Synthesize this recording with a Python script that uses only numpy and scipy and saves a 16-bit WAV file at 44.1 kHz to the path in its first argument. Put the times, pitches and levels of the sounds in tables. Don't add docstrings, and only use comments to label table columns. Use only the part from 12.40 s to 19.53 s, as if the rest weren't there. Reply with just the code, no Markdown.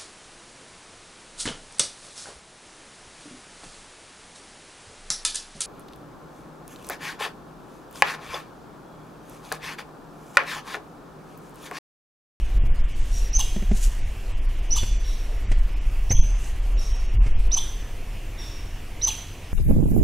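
import sys
import numpy as np
from scipy import signal
from scipy.fft import rfft, irfft
from scipy.io import wavfile
from scipy.ndimage import uniform_filter1d

SR = 44100
rng = np.random.default_rng(int(sys.argv[2]) if len(sys.argv) > 2 else 0)


def elevation(decibels):
    levels = np.asarray(decibels, float)
    return 10 ** (levels / 20)


def master(y):
    cut = np.clip(np.atleast_2d(y).T, -1, 1)
    pcm = np.round(cut * 32767)
    wavfile.write(sys.argv[1], SR, pcm.astype(np.int16))


N = 314433
TIME = np.arange(N) / SR


def evened(x):
    return x / np.sqrt(np.mean(x ** 2) + 1e-20)


def read(points, hz):
    f, value = np.transpose(points)
    return np.interp(np.log(hz + 1), np.log(f + 1), value)


def add(mix, s, sound):
    part = mix[round(s * SR):][:len(sound)]
    part += sound[:len(part)]


def coloured(points, count=N):
    hz = np.fft.rfftfreq(count, 1 / SR)
    spectrum = rfft(rng.standard_normal(count)) * elevation(read(points, hz))
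    return evened(irfft(spectrum, count))


def drift(count, size):
    once = uniform_filter1d(rng.standard_normal(count), size=size)
    return evened(uniform_filter1d(once, size=size))


# time in seconds, level in dB.
WIND = [(0, -20.5), (.6, -22.5), (1.5, -21.5), (1.85, -26), (2.1, -20), (2.95, -23), (3.5, -23),
        (4.3, -23.5), (5.1, -22), (5.35, -27), (5.9, -31.5), (6.7, -34), (6.95, -40.5), (7.13, -33.5)]
# start in seconds, length in seconds, level in dB,
# upper rumble in dB.
GUSTS = [(0.021, 0.027, -20, -45), (0.138, 0.2, -16.5, -35.5), (0.373, 0.13, -16.5, -41),
         (0.598, 0.026, -16, -49), (0.72, 0.07, -23.5, -51), (0.956, 0.03, -20, -39),
         (1.104, 0.046, -28, -41), (1.287, 0.079, -17.5, -31.5), (1.455, 0.028, -16, -39),
         (1.618, 0.052, -20.5, -45), (1.962, 0.035, -17.5, -51), (2.07, 0.024, -15.5, -53),
         (2.264, 0.12, -18.5, -46), (2.413, 0.033, -15.5, -35.5), (2.477, 0.069, -18.5, -37.5),
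         (2.644, 0.025, -22, -53), (3.04, 0.04, -20, -32.5), (3.081, 0.18, -17, -44),
         (3.46, 0.031, -17, -54), (3.721, 0.14, -17, -29.5), (3.894, 0.075, -19.5, -61),
         (4.12, 0.034, -17, -53), (4.347, 0.05, -15.5, -51), (4.497, 0.044, -17, -51),
         (4.636, 0.02, -16, -49), (4.74, 0.1, -13.5, -31), (4.873, 0.14, -16.5, -39.5),
         (5.044, 0.063, -18, -47), (5.182, 0.047, -24, -51)]


def gusts(edge_s=0.0317, upper_calm_db=-42):
    low = elevation(np.interp(TIME, *np.transpose(WIND))) ** 2
    upper = elevation(upper_calm_db) ** 2
    for s, length, low_db, upper_db in GUSTS:
        inside = np.minimum(TIME - s, s + length - TIME)
        shape = np.clip(inside / edge_s + .5, 0, 1) ** 2
        low = low + shape * elevation(low_db) ** 2
        upper = upper + shape * elevation(upper_db) ** 2
    return np.sqrt(low), np.sqrt(upper)


# frequency in Hz, density in dB per Hz.
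SHAKE = [(5.9, -49), (10, 5.5), (22, 0), (37, 4.5), (51, -7.5), (70, -20), (90, -39), (120, -70),
         (200, -120)]
# frequency in Hz, density in dB per Hz.
UPPER = [(50, -51), (75, 8.5), (100, 5.5), (140, -5), (220, -10.5), (400, -51.5)]
# time in seconds, level in dB, half width in seconds.
PUSH = (3.797, -.5, .008)


def rumble(steady=0.38, apart_db=-41, upper_apart_db=-27):
    low, upper = gusts()
    shake = coloured(SHAKE)
    swing = np.sqrt(uniform_filter1d(shake ** 2, size=3000) + 0.025)
    mid = low * evened(shake / swing ** steady) + upper * coloured(UPPER)
    push_s, push_db, half_width_s = PUSH
    push = np.exp(-abs((TIME - push_s) / half_width_s) ** 1.2)
    mid = (1 - np.sqrt(push)) * mid + elevation(push_db) * push
    side = low * elevation(apart_db) * coloured(SHAKE)
    side += upper * elevation(upper_apart_db) * coloured(UPPER)
    return np.array([mid + side, mid - side])


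# frequency in Hz, density in dB per Hz.
AIR = [(120, -43.5), (200, -4.5), (293, -1), (327, -2.5), (385, -3), (597, -6.5), (716, -4.5), (828, -10),
       (941, -8), (1400, -12.5), (1850, -10), (2860, -8.5), (3760, -19), (6030, -19.5), (15600, -26.5)]
# frequency in Hz, left-right likeness from 0 to 1.
SAME = [(60, 0.74), (150, 1), (380, 0.97), (950, 0.96), (2380, 0.97), (5980, 0.79), (15000, 0.4)]
# frequency in Hz, left minus right in dB.
LEAN = [(60, -37), (180, -0.5), (550, -1.0), (1650, -1.5), (4970, -0.5), (15000, 0.5)]


def air(level_db=-45, patchy_db=1.5):
    frames, hz = N // 256 + 5, np.fft.rfftfreq(1024, 1 / SR)
    a, b, c, d, patches = rng.standard_normal((frames, 513, 5)).T
    patches = uniform_filter1d(patches, size=12, axis=0)
    patches = evened(uniform_filter1d(patches, size=14, axis=1))
    same = np.clip(read(SAME, hz), -1, 1)[:, None]
    left = a + 1j * b
    right = same * left + np.sqrt(1 - same ** 2) * (c + 1j * d)
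    z = np.array([left, right])
    z *= elevation(read(AIR, hz)[:, None] + patchy_db * patches)
    z *= elevation(np.outer([.5, -.5], read(LEAN, hz)))[:, :, None]
    return elevation(level_db) * evened(signal.istft(z, nperseg=1024, noverlap=768)[1][:, :N])


# start in seconds, thump level in dB, thump frequency in Hz,
# scuff level in dB, scuff length in seconds.
KNOCKS = [
    (0.236, -21, 121, -58, 0.009),
    (1.162, -18, 195, -38, 0.008),
    (1.222, -21.5, 194, -40, 0.0077),
    (1.313, -12.5, 204.5, -36.5, 0.0095),
    (2.431, -22, 104, -32.5, 0.01),
    (3.114, -19.5, 104, -33.5, 0.016),
    (3.705, -12, 99, -29.5, 0.019),
    (4.79, -24.5, 98, -60, 0.0081),
    (4.862, -22, 116, -39, 0.019),
]
# frequency in Hz, level in dB.
SCUFF = [(150, -3.5), (600, 1.5), (1200, -11), (2200, -2.5), (3500, -13.5), (8000, -17), (15000, -37)]
# start in seconds, level in dB, frequency in Hz, t60 in seconds.
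TICK = (3.708, -27, 2080, .025)


def knocks(thump_t60=0.079):
    out, t = np.zeros(N), np.arange(SR // 4) / SR
    for s, db, hz, scuff_db, length in KNOCKS:
        thump = elevation(db - 60 * t / thump_t60) * np.sin(2 * np.pi * hz * t)
        thump += elevation(db - 8.0 - 60 * t / 0.053) * np.sin(2 * np.pi * 1.84 * hz * t)
        thump += elevation(db - 6.5 - 60 * t / 0.021) * np.sin(2 * np.pi * 2.9 * hz * t)
        stroke = 3 * t / length * np.exp(1 - 3 * t / length)
        scuff = elevation(scuff_db) * coloured(SCUFF, count=len(t)) * stroke
        add(out, s, thump * np.clip(t / 0.0018, 0, 1) + scuff)
    tick_s, tick_db, tick_hz, tick_t60 = TICK
    tick = elevation(tick_db - 60 * t / tick_t60) * np.sin(2 * np.pi * tick_hz * t)
    add(out, tick_s, tick * np.clip(t / .002, 0, 1))
    rattle = elevation(-21.5) * (out - np.roll(out, 40))
    return np.array([out - rattle, out + rattle])


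# peak time in seconds, level in dB, swell in dB per second,
# fade in dB per second.
CLOTH = [
    (.6, -55, 598.5, 300),
    (.78, -46.5, 82, 120),
    (1.374, -41.5, 267, 362),
    (1.442, -34.5, 396, 367),
    (1.52, -53, 200, 55),
    (4.078, -49.5, 55, 218),
]
# frequency in Hz, density in dB per Hz.
CLOTH_COLOUR = [(880, -50), (1500, -17), (2400, -18), (2890, -11), (4530, -13.5), (6710, -5), (12500, -17),
                (15600, -28)]


def cloth(grain_db=2, gain_db=2):
    level = np.zeros(N)
    for s, db, swell, fade in CLOTH:
        level += elevation(db + gain_db - np.maximum(swell * (s - TIME), fade * (TIME - s)))
    grain = elevation(grain_db * evened(uniform_filter1d(rng.standard_normal(N), size=90)))
    shared, apart = coloured(CLOTH_COLOUR), coloured(CLOTH_COLOUR)
    return level * evened(grain) * np.array([shared + 0.17 * apart, shared - 0.26 * apart])


def squeak(length, from_hz, to_hz, db, waver=.03, flutter_db=3):
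    t = np.arange(0, length, 1 / SR)
    hz = (from_hz + (to_hz - from_hz) * t / length) * (1 + waver * drift(len(t), 60))
    level = elevation(db + flutter_db * drift(len(t), 60)) * np.sin(np.pi * t / length)
    return level * np.sqrt(2) * np.sin(2 * np.pi * np.cumsum(hz) / SR)


def resonate(x, hz, width):
    turn = np.exp(2j * np.pi * hz * np.arange(len(x)) / SR)
    r = np.exp(-np.pi * width / SR)
    return 2 * (turn * signal.lfilter([1 - r], [1, -r], x / turn)).real


def whistle(db, hz, length, lead, scoop=0.11, climb_s=0.011, drop=.05, rise=0.018, half_db=-28,
            double_db=-50, flutter_db=2, airy_db=-23, waver=.008):
    t = np.arange(0, length, 1 / SR)
    climb = 1 - scoop * np.exp(-np.maximum(t - lead, 0) / climb_s)
    fall = drop * np.clip(1 - (length - t) / .006, 0, 1)
    pitch = np.where(t < lead, .53 + .17 * t / lead, climb - fall)
    pitch += waver * evened(uniform_filter1d(rng.standard_normal(len(t)), size=60))
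    turn = 2 * np.pi * np.cumsum(hz * uniform_filter1d(pitch, size=40)) / SR
    full_s = min(lead + .003 + rise, length - .009)
    moments = [0, lead, lead + .002, full_s, length - .007, length - .005, length]
    level_db = np.interp(t, moments, [-32, -22, -11, -3, 0, -12, -19])
    level_db += flutter_db * drift(len(t), 80)
    weak = elevation(half_db) * np.sin(turn / 2)
    weak += elevation(double_db) * np.sin(2 * turn)
    breath = resonate(rng.standard_normal(len(t)), .9 * hz, 1800)
    weak += elevation(airy_db) * evened(resonate(breath, .9 * hz, 1800))
    return elevation(db + level_db) * np.sqrt(2) * (np.sin(turn) + weak)


# frequency in Hz, width in Hz,
# level in dB, moment in the bark from 0 to 1.
THROAT = [(1000, 700, -1, .4), (3200, 800, -10, 0.8), (4230, 330, -28, 1), (7150, 500, -11, 0.55),
          (9700, 720, -11, 0.2), (13400, 1300, -15, 0.47)]
# frequency in Hz, level in dB.
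RASP = [(1500, -19), (3000, 0), (4700, -0.5), (7500, -2.5), (11000, -9.5), (14000, -16), (16000, -26)]


def bark(db, hz, length, rough, rasp_db=-4.5, clump_db=3):
    t = np.arange(0, length, 1 / SR)
    arch = np.interp(t / length, [0, .37, .6, 1], [.46, 1, .8, .64])
    turns = np.cumsum(hz * arch) / SR
    folds = sum(np.cos(2 * np.pi * k * turns) for k in range(1, 13))
    puff = 1.08 + np.exp(-(turns % 1) / 0.55)
    drive = (1 - rough) * evened(folds) + rough * evened(puff * rng.standard_normal(len(t)))
    surge_db = 1.9 * np.sin(t * rng.uniform(540, 880) + rng.uniform(0, 6.7))
    onset = np.clip(t / 0.0081, .05, 1) ** 2
    out = elevation(rasp_db + surge_db) * puff * coloured(RASP, count=len(t)) * onset
    for f, width, d, moment in THROAT[1:]:
        ring = evened(resonate(resonate(drive, f, width), f, 2 * width))
        opening = np.exp(-((t / length - moment) / .32) ** 2)
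        out += elevation(d + clump_db * drift(len(t), 200)) * ring * opening
    fundamental = np.sin(2 * np.pi * turns) * np.sqrt(np.sin(np.pi * t / length))
    out += elevation(THROAT[0][2]) * fundamental
    return elevation(db - 4.0) * out * signal.windows.tukey(len(t), .25)


# frequency in Hz, t60 in seconds.
WOODS = [(1000, 0.14), (3000, 0.84), (6000, 0.77), (10000, 0.74), (15000, 0.59)]


def woods(start=300, linger=1.0, build=0.021):
    taps = np.zeros((2, SR))
    places = np.arange(start, SR - 20, 20)
    at = places + rng.integers(0, 20, (2, len(places)))
    np.put_along_axis(taps, at, rng.choice([-1., 1.], at.shape), 1)
    hz, t, z = signal.stft(taps, SR, nperseg=256)
    decay = elevation(-60 * t / (linger * read(WOODS, hz)[:, None]))
    tail = signal.istft(z * decay, SR, nperseg=256)[1][:, :SR]
    tail = np.array([tail[0] + 0.2 * tail[1], tail[0] - 0.2 * tail[1]])
    tail *= np.clip(np.arange(SR) / SR / build, .08, 1)
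    return tail / np.linalg.norm(tail[0])


# start in seconds, whistle level in dB, pitch in Hz, low note in dB,
# high note in dB.
FAR = [
    (0.722, -38.5, 5730, -18, -20),
    (2.636, -39, 5630, -11, -7),
    (4.371, -38.5, 5625, -12, -2.5),
    (5.979, -40.5, 5610, -6, -16),
]


def far_squirrel(direct_db=-6, lean_db=0.5, whistle_s=.042):
    out = np.zeros((2, N))
    for s, db, hz, low_db, high_db in FAR:
        call, path = np.zeros(SR // 4), woods(start=100, linger=1.27, build=0.031)
        add(call, 0, squeak(.045, .65 * hz, .67 * hz, db + low_db, waver=.05, flutter_db=5))
        add(call, .008, whistle(db, hz, whistle_s, .001, scoop=.015, drop=.1, rise=.003, flutter_db=4,
                                half_db=-36, double_db=-19, airy_db=-18))
        add(call, whistle_s + .008, whistle(db + high_db, 1.13 * hz, 0.028, 0.00088, scoop=0.029))
        add(call, .03, bark(db - 15.5, 1000, 0.045, 0.73, rasp_db=7))
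        path[:, 0] = elevation(direct_db)
        for side, heard in zip(out, signal.fftconvolve(call[None], path, axes=1)):
            add(side, s - .008, heard)
    return out * elevation([[-lean_db], [lean_db]])


# start in seconds, whistle level in dB, top pitch in Hz, length in seconds,
# faint lead-in in seconds.
CHIRPS = [
    (0.9285, -21.5, 6247, 0.051, 0.0025),
    (2.3035, -19.5, 6140, 0.045, 0.003),
    (3.695, -20.5, 6290, 0.039, 0.003),
    (5.110, -17.5, 6110, 0.046, 0.008),
    (6.613, -18, 6110, 0.046, 0.006),
]
# scoop as a share below the top, climb in seconds,
# end drop as a share, scatter in dB as the head turns.
BENDS = [(.14, 0.011, 0.24, -11), (0.11, 0.015, 0.18, -11), (0.14, 0.0097, 0.013, -7),
         (0.097, 0.0091, .16, -13), (0.1003, 0.00896, 0.16, -14)]
# start in seconds, level in dB, top pitch in Hz, length in seconds,
# resumed whistle in dB.
BARKS = [
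    (0.985, -28.5, 1138, 0.031, -29),
    (2.354, -30, 1257, 0.036, -29),
    (3.760, -44, 1113, 0.023, -50),
    (5.163, -30.5, 1180, 0.025, -23),
    (6.666, -29, 1180, 0.031, -23),
]
# start in seconds, length in seconds, from Hz,
# to Hz, level in dB.
SQUEAKS = [(0.999, 0.015, 2930, 2750, -32), (1.009, 0.014, 3350, 3280, -32), (2.352, 0.01, 3620, 3410, -38),
           (2.372, 0.017, 3240, 2770, -33), (2.382, 0.021, 3420, 3370, -31.5),
           (2.361, .026, 7250, 7230, -36), (2.356, .02, 10100, 9600, -44), (.987, .016, 10000, 9700, -43),
           (.99, .03, 13300, 13400, -46), (5.111, .012, 3500, 4300, -35), (6.613, .011, 3600, 4200, -35),
           (6.672, .02, 13500, 13300, -44), (3.717, .026, 11900, 12760, -47),
           (3.745, .022, 3300, 3100, -45), (3.75, .03, 9750, 9700, -52), (3.765, 0.016, 3200, 3580, -41),
           (5.169, 0.014, 3480, 2900, -38), (5.184, 0.01, 3050, 3810, -28), (5.19, .008, 4200, 4800, -44),
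           (5.214, 0.014, 3420, 3200, -42), (5.167, 0.014, 9900, 9770, -43), (6.665, .012, 9800, 9600, -44),
           (6.674, .023, 3400, 3310, -33.5), (6.694, 0.016, 3030, 2680, -34.5),
           (6.694, 0.011, 3720, 4300, -39), (6.709, .013, 2980, 3400, -42)]
# delay in seconds, level in dB.
ECHOES = [(.007, -15), (.015, -15), (.024, -18), (0.041, -18), (0.051, -27), (.066, -24), (.098, -24),
          (.15, -24)]


def near_squirrel(squeak_tail_db=-6.5, bark_tail_db=-3, lean_db=1.2):
    out = np.zeros((2, N))
    for chirp, bend, hoarse_call in zip(CHIRPS, BENDS, BARKS):
        s, db, hz, length, lead = chirp
        scoop, climb_s, drop, tail_db = bend
        bark_s, *hoarse, again_db = hoarse_call
        tail, path = woods(), np.zeros(SR)
        path[0] = 1
        for delay, echo_db in ECHOES:
            at = round(delay * SR * rng.uniform(.96, 1.04))
            path[at] += elevation(echo_db + 2 * rng.standard_normal())
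        clear, rough, notes = np.zeros((3, SR // 8))
        add(clear, 0, whistle(db, hz, length, lead, scoop, climb_s, drop))
        again_s = bark_s + hoarse[2] - s - length
        add(clear, length, whistle(again_db, hz, again_s, 0.001105, scoop=0.029, climb_s=0.0032,
                                   drop=.08, rise=0.0031))
        add(rough, bark_s - s, bark(*hoarse, rough=0.55))
        for squeak_s, *note in SQUEAKS:
            if 0 <= squeak_s - s < .11:
                add(notes, squeak_s - s, squeak(*note))
        for side, scatter in zip(out, tail):
            add(side, s, signal.fftconvolve(clear, path + elevation(tail_db) * scatter))
            add(side, s, signal.fftconvolve(rough, path + elevation(bark_tail_db) * scatter))
            add(side, s, signal.fftconvolve(notes, path + elevation(squeak_tail_db) * scatter))
    return out * elevation([[-lean_db], [lean_db]])


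def scene():
    return rumble() + air() + knocks() + cloth() + far_squirrel() + near_squirrel()


# start in seconds, length
# in seconds, threshold over the hiss in dB.
DRY = [(0.02, 0.023, 9.5), (0.066, 0.023, 5), (0.182, 0.07, 16.5), (0.275, 0.07, 14), (0.368, 0.046, 9),
       (0.414, 0.023, 17.5), (0.438, 0.046, 9.5), (0.507, 0.023, 6), (0.53, 0.023, 12.5), (0.6, 0.046, 9),
       (0.902, 0.023, 4), (1.157, 0.023, 0.9), (1.297, 0.023, 11), (1.599, 0.07, 7.5), (1.831, 0.023, 0.5),
       (1.924, 0.023, 10), (1.947, 0.023, 11), (1.993, 0.023, 14), (2.017, 0.023, 5), (2.063, 0.023, 12.5),
       (2.156, 0.023, 6.5), (2.202, 0.023, 9.5), (2.504, 0.093, 9), (2.643, 0.023, -1), (2.76, 0.023, 5),
       (3.038, 0.116, 8), (3.154, 0.023, 8), (3.201, 0.023, 14), (3.247, 0.023, 9), (3.34, 0.023, 14),
       (3.41, 0.046, 5), (3.479, 0.023, 6), (3.712, 0.023, 3.0), (3.735, 0.046, 11.8), (3.804, 0.023, 15),
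       (3.851, 0.046, 6), (3.921, 0.07, 9.5), (4.13, 0.023, 6), (4.339, 0.046, 10), (4.524, 0.023, 14),
       (4.571, 0.023, 9), (4.664, 0.07, 9.5), (4.757, 0.023, 16.5), (4.78, 0.023, 26), (4.803, 0.023, 17),
       (4.826, 0.093, 6.5), (4.919, 0.07, 13), (5.012, 0.046, 2.9), (5.082, 0.023, 13),
       (.902, .023, 13), (2.272, .023, 8), (2.574, .023, 13), (2.62, .023, 6.5), (3.386, .023, 11),
                (3.735, .046, 21), (3.804, .023, 25), (4.2, .023, 8)]


def starved(x, hiss_db=-89.0, calm_db=-3.5, windy=0.65, frame_db=4.5, tilt_db=1.2, guard_db=-3,
            band_db=2.8, drain_db=0.6, edge_hz=15720, grid=670):
    framing = dict(nperseg=2048, noverlap=1024, window="cosine")
    hz, t, z = signal.stft(np.pad(x, ((0, 0), (grid, 0))), SR, **framing)
    t = t - grid / SR
    power = (abs(z) ** 2).mean(0) + 1e-20
    wind_db = np.interp(t, *np.transpose(WIND))
    step_db = calm_db + windy * (wind_db + 22) + frame_db * rng.standard_normal(len(t))
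    for s, length, dry_db in DRY:
        step_db = np.where((t > s) & (t < s + length), dry_db + drain_db, step_db)
    tilt = tilt_db * np.log2(np.maximum(hz, 4000) / 8000)[:, None]
    step_db = hiss_db + step_db + tilt
    step_db += guard_db * (hz < 3500)[:, None]
    bands = rng.standard_normal((33, len(t))).repeat(32, axis=0)
    step_db += band_db * bands[:len(hz)]
    excess_db = 10 * np.log10(power) - step_db
    keep = 1 / (1 + np.exp(-np.clip(10 * excess_db, -20, 20)))
    kept = signal.istft(z * keep * (hz < edge_hz)[:, None], **framing)[1]
    return kept[:, grid:grid + N]


def band_limit(x):
    return signal.sosfilt(signal.butter(12, 15710, fs=SR, output="sos"), x)


def record(dry):
    limited = np.clip(dry, -.97, .97)
    mix = starved(limited)
    return band_limit(mix)


dry = scene()
out = record(dry)
master(out)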